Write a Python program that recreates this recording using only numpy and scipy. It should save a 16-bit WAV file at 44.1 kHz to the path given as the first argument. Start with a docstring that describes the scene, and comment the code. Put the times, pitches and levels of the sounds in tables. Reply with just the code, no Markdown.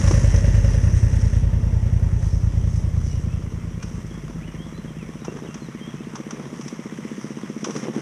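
"""A forest track: a two-cylinder motorcycle idles and rolls off while boots crunch gravel and bump the camera.
As it recedes, tree echoes take a larger share of it; the leaf hiss drops, and from about 2 s the bass of the
whole scene fades out. From 3 s a bird sings in gliding whistles; more crunches, body rubs and dull bumps
follow. A single-cylinder motorcycle idles throughout, dips early, then comes nearer towards the end. Engines
are spikes rung through pipe resonances; woods, gravel and rubbing are shaped noise."""
import sys
import numpy as np
from scipy import signal
from scipy.fft import rfft, irfft, next_fast_len
from scipy.io import wavfile
from scipy.ndimage import uniform_filter1d

SR = 44100
rng = np.random.default_rng(int(sys.argv[2]) if len(sys.argv) > 2 else 0)


def generate_wav(signal):
    """Clip the signal to [-1, 1] and save it as 16-bit WAV at the path in sys.argv[1]."""
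    frames = np.transpose(np.atleast_2d(signal))
    scaled = np.clip(frames, -1, 1) * 32767
    pcm = np.round(scaled).astype(np.int16)
    wavfile.write(sys.argv[1], SR, pcm)


N = 353373  # samples, about 8 s


def amp(db):
    """Decibels to linear gain."""
    return 10 ** (np.asarray(db) / 20)


def unit(x):
    """Scale a signal to rms 1."""
    return x / np.sqrt(np.mean(x ** 2) + 1e-20)


def along(points, hz):
    """Read (frequency [Hz], value) points on a log-frequency axis."""
    f, v = np.transpose(points)
    return np.interp(np.log(hz + 1), np.log(f + 1), v)


def curves(rows):
    """One automation curve over the scene for each column after the time."""
    seconds, *columns = np.transpose(rows)
    return [np.interp(np.arange(N) / SR, seconds, column) for column in columns]


def filtered(x, response):
    """Multiply the spectrum of x by a response of frequency, real or complex."""
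    size = next_fast_len(N + SR // 2)
    return irfft(rfft(x, size) * response(np.fft.rfftfreq(size, 1 / SR)), size)[:N]


def rush(spectrum, patchy_db):
    """Noise of rms 1, coloured by (frequency [Hz], relative level [dB]), with patches of random gain."""
    grains = signal.stft(rng.standard_normal(N + 512), nperseg=512)[2]
    field = rng.standard_normal(grains.shape)
    field = uniform_filter1d(uniform_filter1d(field, 8, 0), 8, 1)
    noise = signal.istft(grains * amp(patchy_db * unit(field)), nperseg=512)[1][:N]
    return unit(filtered(noise, lambda hz: amp(along(spectrum, hz))))


def mode(f, hz, width_hz):
    """Causal resonance with gain 1 at its centre."""
    return 1j * f * width_hz / (hz * hz - f * f + 1j * f * width_hz)


def ringing(f, pipe, soft_hz):
    """Pipe modes heard through the soft edge of the pressure puff."""
    modes = sum(sign * amp(db) * mode(f, hz, width) for hz, width, db, sign in pipe)
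    return modes / (1 + 1j * f / soft_hz) ** 2


# far engine murmur among the trees: (time [s], level [dB])
MURMUR_LEVEL = [(0, -24), (1, -28.5), (2, -29), (3, -32.5), (5, -37.5), (8, -34)]
# steady leaves and grit; the hiss drops as the camera swings round:
# (time [s], rustle level [dB], hiss level [dB])
WOODS_LEVEL = [(0, -39, -35), (.4, -44.5, -40.5), (1.36, -48, -43.5), (1.47, -50, -55), (2.2, -50.5, -52.5),
               (4.4, -49, -58), (6.3, -46.5, -55.5), (7.6, -45.5, -56), (7.8, -43, -54), (8, -43.5, -58)]
# colour of the murmur: (frequency [Hz], relative level [dB])
MURMUR_COLOUR = [(25, -23), (100, 11.5), (160, 2), (230, -2), (300, -13), (440, -13.5), (660, -19),
                 (1000, -40.5)]
# colour of the rustle: (frequency [Hz], relative level [dB])
RUSTLE_COLOUR = [(200, -12), (500, 2.5), (700, -7), (1080, 1.5), (1600, -5.5), (2100, -3), (2550, -9),
                 (3300, -9), (5000, -18.5)]
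# swishes that swell out of the hiss; rise and fall each cover 10 dB:
# (time of peak [s], peak level [dB], rise [s], fall [s])
SWISHES = [(.11, -35.5, 0.092, 0.18), (2.23, -45, 0.034, 0.22), (2.78, -44, 0.12, 0.076),
           (3.08, -44, 0.11, 0.15), (3.86, -50.5, .04, .5), (5.27, -56.5, .03, 0.4),
           (6.17, -49, .04, 0.069), (6.3, -55, 0.033, .1), (6.62, -47, 0.16, 0.097),
           (6.68, -47, 0.022, 0.087), (7.27, -47.5, .5, 0.33), (7.78, -39, 0.14, 0.081),
           (7.96, -47, .05, .3)]


def woods():
    """A smeared low murmur, a gritty rustle and an equally gritty, slightly patchier high hiss with swishes."""
    murmur_db, = curves(MURMUR_LEVEL)
    rustle_db, hiss_db = curves(WOODS_LEVEL)
    t = np.arange(N) / SR
    swish_power = np.zeros(N)
    for s, db, rise, fall in SWISHES:
        drop_db = 10 * np.where(t < s, (s - t) / rise, (t - s) / fall)
        swish_power += amp(db - drop_db) ** 2
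    # fast, fine-grained random gain shared by rustle and hiss
    grit = amp(2 * unit(uniform_filter1d(rng.standard_normal(N), 120)))
    rustle = unit(grit * rush(RUSTLE_COLOUR, patchy_db=1.5))
    hiss = unit(grit * rush([(2500, -42), (4000, 0.5), (8000, 4), (15000, -3.5)], patchy_db=2.0))
    murmur = amp(murmur_db) * rush(MURMUR_COLOUR, patchy_db=0)
    hiss_gain = np.sqrt(amp(hiss_db) ** 2 + swish_power)
    return murmur + amp(rustle_db) * rustle + hiss_gain * hiss


# bird notes, with the level at the crest of each note before the blur:
# (time [s], length [s], first pitch [Hz], last pitch [Hz], rms level [dB])
BIRD_NOTES = [(3.072, 0.13, 2940, 2810, -59.5), (3.276, 0.084, 2450, 2780, -58),
              (3.793, 0.065, 2350, 2530, -55), (4.1, .03, 3450, 3100, -55), (4.133, 0.03, 3400, 3260, -55),
              (4.419, 0.036, 2140, 2940, -52), (4.461, 0.045, 2970, 2870, -55),
              (4.579, 0.081, 3070, 3440, -52), (4.737, .055, 3920, 4130, -50),
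              (4.875, 0.03, 3300, 3090, -53), (4.984, 0.071, 2890, 2100, -53.5),
              (5.205, 0.04, 3850, 3780, -57), (5.27, 0.053, 2660, 2810, -53), (5.43, .03, 3800, 3770, -59),
              (5.46, 0.02, 3500, 2690, -52), (5.48, 0.056, 2760, 2730, -56), (5.6, 0.023, 4300, 4160, -50),
              (5.62, 0.037, 4150, 4100, -48.5), (5.655, 0.023, 4100, 3570, -55),
              (5.806, 0.065, 3156, 3240, -48.5), (5.87, 0.033, 3410, 3270, -50),
              (5.966, 0.057, 2500, 2670, -56)]


def bird():
    """Gliding whistles with a short blur from the trees."""
    out = np.zeros(N + SR)
    for s, length, first_hz, last_hz, db in BIRD_NOTES:
        u = np.arange(round(length * SR)) / (length * SR)  # 0 to 1 through the note
        phase = 2 * np.pi * np.cumsum(first_hz + (last_hz - first_hz) * u) / SR
        swell = np.sin(np.pi * u) ** .4
        out[round(s * SR):][:len(u)] += np.sqrt(2) * amp(db) * swell * np.sin(phase)
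    # decaying noise, 60 dB in 0.4 s, cut at 0.25 s
    tail = rng.standard_normal(SR // 4) * amp(-60 * np.arange(SR // 4) / SR / 0.4)
    blur = signal.fftconvolve(out, tail / np.linalg.norm(tail))[:N]
    return out[:N] + 0.54 * blur


# gravel crunches, with the crest of the swell before the settling stones are added:
# (time [s], crest level [dB], share near 1 kHz [dB], rise [ms])
CRUNCHES = [(0.073, -33.5, -1, 3.7), (0.11, -34.5, 3, 3.3), (0.36, -34.5, -21, 2.8), (3.826, -37.5, 0, 3.5),
            (5.2456, -42, 4.5, 4.6), (5.3685, -51, 6.5, 1.4), (5.542, -38, 0, 2.3), (6.1537, -38.5, 3, 3.8),
            (6.3068, -37, 2, 2.7), (6.61, -43, -2, 3.3), (6.68, -38.5, -8, 3), (7.642, -32, -1.5, 4.8),
            (7.705, -41, 1.5, 3), (7.761, -35.5, -5, 2.9), (7.837, -44, -4, 1.4)]


def gravel():
    """Short swells of grinding stones, with a hollow part near 1 kHz and a trickle after."""
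    settle_db, settle_s = -15.5, 0.089  # trickling stones: level under the crest, decay time constant
    bright, hollow, t = np.zeros(N + SR), np.zeros(N + SR), np.arange(SR // 4) / SR
    for s, db, hollow_db, rise_ms in CRUNCHES:
        u = 1000 * t / rise_ms
        swell = amp(db) * (u * np.exp(1 - u) + amp(settle_db) * np.exp(-t / settle_s))
        bright[round(s * SR):][:len(t)] += swell
        hollow[round(s * SR):][:len(t)] += swell * amp(hollow_db)
    stones = rush([(300, -24), (1500, -7), (2200, -3), (3000, -6), (6500, 0), (15000, -20)], patchy_db=1)
    hollow_stones = rush([(400, -25), (800, -6), (1100, 0), (1500, -8), (2200, -25)], patchy_db=1)
    return bright[:N] * stones + hollow[:N] * hollow_stones


# rubbing on the camera body: (time [s], length [s], crest level [dB])
SCUFF_STROKES = [(5.287, 0.12, -36.5), (5.427, 0.062, -41), (6.174, 0.039, -36), (6.26, 0.32, -41.5),
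                 (7.66, 0.054, -32), (7.743, 0.068, -36.5), (7.815, 0.065, -29.5), (7.937, 0.068, -29)]


def scuffs():
    """Fingers and strap rubbing the camera body: a lumpy low rumble."""
    t = np.arange(N) / SR
    strokes = np.zeros(N)
    for s, length, db in SCUFF_STROKES:
        strokes += amp(db) * np.sin(np.pi * np.clip((t - s) / length, 0, 1)) ** .5
    lumps = amp(6 * unit(uniform_filter1d(rng.standard_normal(N), 200)))
    rumble = rush([(150, -38), (280, 6.0), (420, 5), (650, -12), (1100, -12), (2500, -28)], patchy_db=0)
    return strokes * unit(lumps * rumble)


# dull bumps on the camera body: (time [s], strength [dB])
BUMP_HITS = [(0.11, 1.5), (5.282, -3), (5.449, -14), (6.383, -18), (6.441, -20), (7.666, -10), (7.687, -6),
             (7.855, -8), (7.884, -2), (7.982, -9.5)]
# modes of the camera body: (frequency [Hz], relative level [dB], 60 dB decay time [s])
BODY_MODES = [(369, -3.5, 0.0092), (704, -13, 0.0045), (1090, -20.5, 0.0037)]


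def bumps():
    """Each bump rings the body modes briefly and bounces once at half strength, 6 ms later."""
    out, t = np.zeros(N + SR), np.arange(SR // 20) / SR
    ring = np.zeros(len(t))
    for hz, level, t60 in BODY_MODES:
        ring += amp(level - 60 * t / t60) * np.sin(2 * np.pi * hz * t)
    ring *= 1 - np.exp(-t / 0.0008)  # soft contact
    for s, db in BUMP_HITS:
        out[round(s * SR):][:len(t)] -= amp(db) * ring
        out[round((s + .006) * SR):][:len(t)] -= .5 * amp(db) * ring
    return out[:N]


def firings(speed, start, level, cylinders, jitter_s, scatter_db):
    """A spike per firing, a cycle every two turns; cylinders are (place in the cycle [0-1], level [dB])."""
    out = np.zeros(N)
    cycles_done = start + np.cumsum(curves(speed)[0] / 120) / SR  # rpm / 120 = cycles per second
    for place, cylinder_db in cylinders:
        cycle = np.arange(np.ceil(start - place), cycles_done[-1] - place) + place
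        luck = rng.standard_normal((len(cycle), 2))  # timing, strength
        when = np.interp(cycle, cycles_done, np.arange(N)) + jitter_s * SR * luck[:, 0]
        out[np.clip(when, 0, N - 1).astype(int)] += amp(cylinder_db + scatter_db * luck[:, 1])
    return out * amp(curves(level)[0])


def exhaust(spikes, response):
    """Firings through a pipe; a lone firing of 0 dB peaks at 1."""
    peak = np.abs(filtered(signal.unit_impulse(N), response)).max()
    return filtered(spikes, response) / peak


# nominal peak of a firing as the single comes nearer: (time [s], level [dB])
SINGLE_LEVEL = [(0, -23), (2, -33.5), (3, -29.5), (5, -24.5), (7.6, -18), (7.9, -17.5), (7.96, -14)]
# its exhaust pipe and silencer resonances, before the firing peak is set:
# (frequency [Hz], width [Hz], relative level [dB], signed gain [factor])
SINGLE_PIPE = [(60, 75, -10.5, 1.3), (101, 46, -4, 0.9), (129.5, 37, -6.5, -6), (215.8, 36, 2.5, -2.5),
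               (385, 110, -31, -3.5)]
# its hunting idle: (time [s], speed [rpm])
SINGLE_SPEED = [(0, 2040), (1, 2016.2), (1.4, 2075.7), (1.8, 1765.7), (3, 1827.2), (3.3, 1819),
                (3.6, 1928.2), (3.9, 1725.7), (4.2, 1949.4), (4.9, 1988), (5.4, 1752.6), (5.7, 1880.5),
                (6.6, 1812.6), (7.3, 1895.4), (7.7, 1798.6), (8, 1816.3)]


def single():
    """One sharp puff a cycle, returned once by the silencer's end wall; the pipe rings softly after it."""
    spikes = firings(SINGLE_SPEED, .933, SINGLE_LEVEL, [(.015, 0)], jitter_s=.0005, scatter_db=.8)

    def response(f):
        puff = -mode(f, 245, 150) * mode(f, 350, 320) / (1 + 1j * f / 700) ** 4
        end_wall = 1 + .6 * np.exp(-2j * np.pi * f * .0093)  # return after 9.3 ms
        return 1.3 * puff * end_wall + ringing(f, SINGLE_PIPE, soft_hz=330)

    return exhaust(spikes, response)


# nominal peak of a firing as the twin recedes: (time [s], level [dB])
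TWIN_LEVEL = [(0, -8), (1.5, -10.5), (3, -10.5), (4, -15), (5, -18), (6, -22), (7, -26.5), (8, -26)]
# its exhaust pipe and silencer resonances, before the firing peak is set:
# (frequency [Hz], width [Hz], relative level [dB], signed gain [factor])
TWIN_PIPE = [(41, 29.2, -2.5, 1), (47.4, 8.07, 7.5, -0.93), (84.5, 19.5, 1, 0.94), (119.2, 17, -4, -1.24),
             (157.9, 25.7, -7.5, -0.71), (246, 100, -43, 0.89)]
# its hunting idle: (time [s], speed [rpm])
TWIN_SPEED = [(0, 1206.3), (.5, 1181.8), (.8, 1250.7), (1.4, 1177.1), (1.7, 1230.2), (2.4, 1159.7),
              (2.7, 1192.4), (3.3, 1211.3), (3.7, 1186.5), (4.3, 1167.3), (4.6, 1231.2), (4.9, 1163.3),
              (5.4, 1234.6), (6.1, 1179), (6.6, 1259.4), (6.9, 1198), (7.2, 1216.3), (8, 1166.8)]
# valve gear, chain and tyres, and the silencer shell:
# (time [s], clatter level [dB], bark gain [dB])
CLATTER_LEVEL = [(0, -35.5, -35), (.12, -36, -32.5), (.7, -38, -34.5), (.95, -41, -43.5),
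                 (1.35, -42.5, -44.5), (1.45, -49.5, -44.5), (2, -50, -53.5), (2.6, -53.5, -49),
                 (3.2, -55, -75)]
# colour of the clatter: (frequency [Hz], relative level [dB])
CASING_COLOUR = [(150, -40), (500, -29), (720, -33), (1100, -36), (1400, -4), (1880, 9), (2300, -6),
                 (2800, -1), (3300, -30), (15000, -0.5)]
# fuzzy hum near 900 Hz that follows the twin away: (time [s], level [dB])
HUM_LEVEL = [(0, -51), (.8, -52), (1.5, -53), (2.2, -54), (2.8, -57), (3.3, -80)]


def twin():
    """Uneven firing, about 263 then 457 degrees apart, shakes the casing and makes the silencer shell bark."""
    start = .642  # place in the cycle at 0 s
    spikes = firings(TWIN_SPEED, start, TWIN_LEVEL, [(0, 0), (.365, -1)], jitter_s=.0006, scatter_db=1.2)
    # blows on the metal trail the firings by 0.04 of a cycle
    blows = firings(TWIN_SPEED, start, [(0, 0)], [(.04, 0), (.405, -6)], jitter_s=.001, scatter_db=2)
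    shake = unit(filtered(blows, lambda f: 1 / ((1 + 1j * f / 14) * (1 + 1j * f / 150))))
    clatter_db, bark_db = curves(CLATTER_LEVEL)
    clatter = unit((1.6 + shake) * rush(CASING_COLOUR, patchy_db=-0.5))
    rasp_colour = [(250, -52), (420, -1.5), (500, 0.5), (555, -3.5), (610, -6), (750, -24.0)]
    rasp = unit((2.0 + shake) * rush(rasp_colour, patchy_db=-1.0))
    shell = unit(filtered(blows, lambda f: mode(f, 558.0, 19) * mode(f, 644, 200)))
    bark = 0.46 * rasp + 0.57 * shell
    hum_colour = [(780, -29), (870, 0.5), (915, -8.5), (960, -5), (1060, -29)]
    hum = amp(curves(HUM_LEVEL)[0]) * rush(hum_colour, patchy_db=-1)
    pipe = exhaust(spikes, lambda f: ringing(f, TWIN_PIPE, soft_hz=544))
    return pipe + hum + amp(clatter_db) * clatter + amp(bark_db) * bark


def trunks(x, echo_db):
    """Scattered copies off the tree trunks, drawn anew each half second as the engines move."""
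    out, hop, t = np.zeros(N + SR), SR // 2, np.arange(SR // 4) / SR
    for start in range(-hop, N, hop):
        k = np.arange(max(start, 0), min(start + 2 * hop, N))
        crossfade = np.sin(np.pi * (k - start) / (2 * hop)) ** 2
        # first echo after 12 ms, decay of 60 dB in 0.52 s, cut at 0.25 s
        tail = rng.standard_normal(len(t)) * amp(-60 * t / 0.52) * (t > .012)
        wet = signal.fftconvolve(x[k] * crossfade, tail / np.linalg.norm(tail))
        out[k[0]:][:len(wet)] += wet
    return x + amp(echo_db) * out[:N]


# share of tree echoes, growing as the twin recedes: (time [s], level [dB])
TWIN_ECHO = [(0, -18), (2, -14), (4, -7), (8, -5)]


def scene():
    """Both engines among the trunks, over the woods, boots, camera handling and bird."""
    engines = trunks(twin(), echo_db=curves(TWIN_ECHO)[0]) + trunks(single(), echo_db=-14)
    return (engines + woods() + gravel() + bumps() + scuffs() + bird())[None]


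# microphone colour: (frequency [Hz], gain [dB])
MIC_COLOUR = [(3300, 1), (4400, -10), (5100, -0.5), (5800, 7.5), (6300, 2.5), (7000, -7.5), (10400, -11.5),
              (11600, -23.5), (13500, -29), (15000, -35)]
# gain of the bass, where anything above 0 counts as 0: (time [s], gain [dB])
BASS_GAIN = [(0, 4.5), (1.5, -0.5), (2.5, -3), (3.2, -6), (4, -13.5), (4.4, -19), (5, -20.5), (6, -25),
             (8, -32)]


def record(dry):
    """Microphone colour and self-noise, the fading bass, and the band limit."""
    x = filtered(dry[0], lambda hz: amp(along(MIC_COLOUR, hz)))
    x = x + amp(-62.0) * rush([(3000, -7.5), (8000, 2.5), (12000, -7), (15000, -12.5)], patchy_db=-1.0)
    bass = filtered(x, lambda hz: 1 / (1 + (hz / 131) ** 26))  # steep split at 131 Hz
    bass_db, = curves(BASS_GAIN)
    x = x - bass * (1 - amp(np.minimum(bass_db, 0)))
    top_hz = 15190
    return filtered(x, lambda hz: (hz < top_hz) * hz / (hz + 4))[None]  # also removes the lowest rumble


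dry = scene()
out = record(dry)
generate_wav(out)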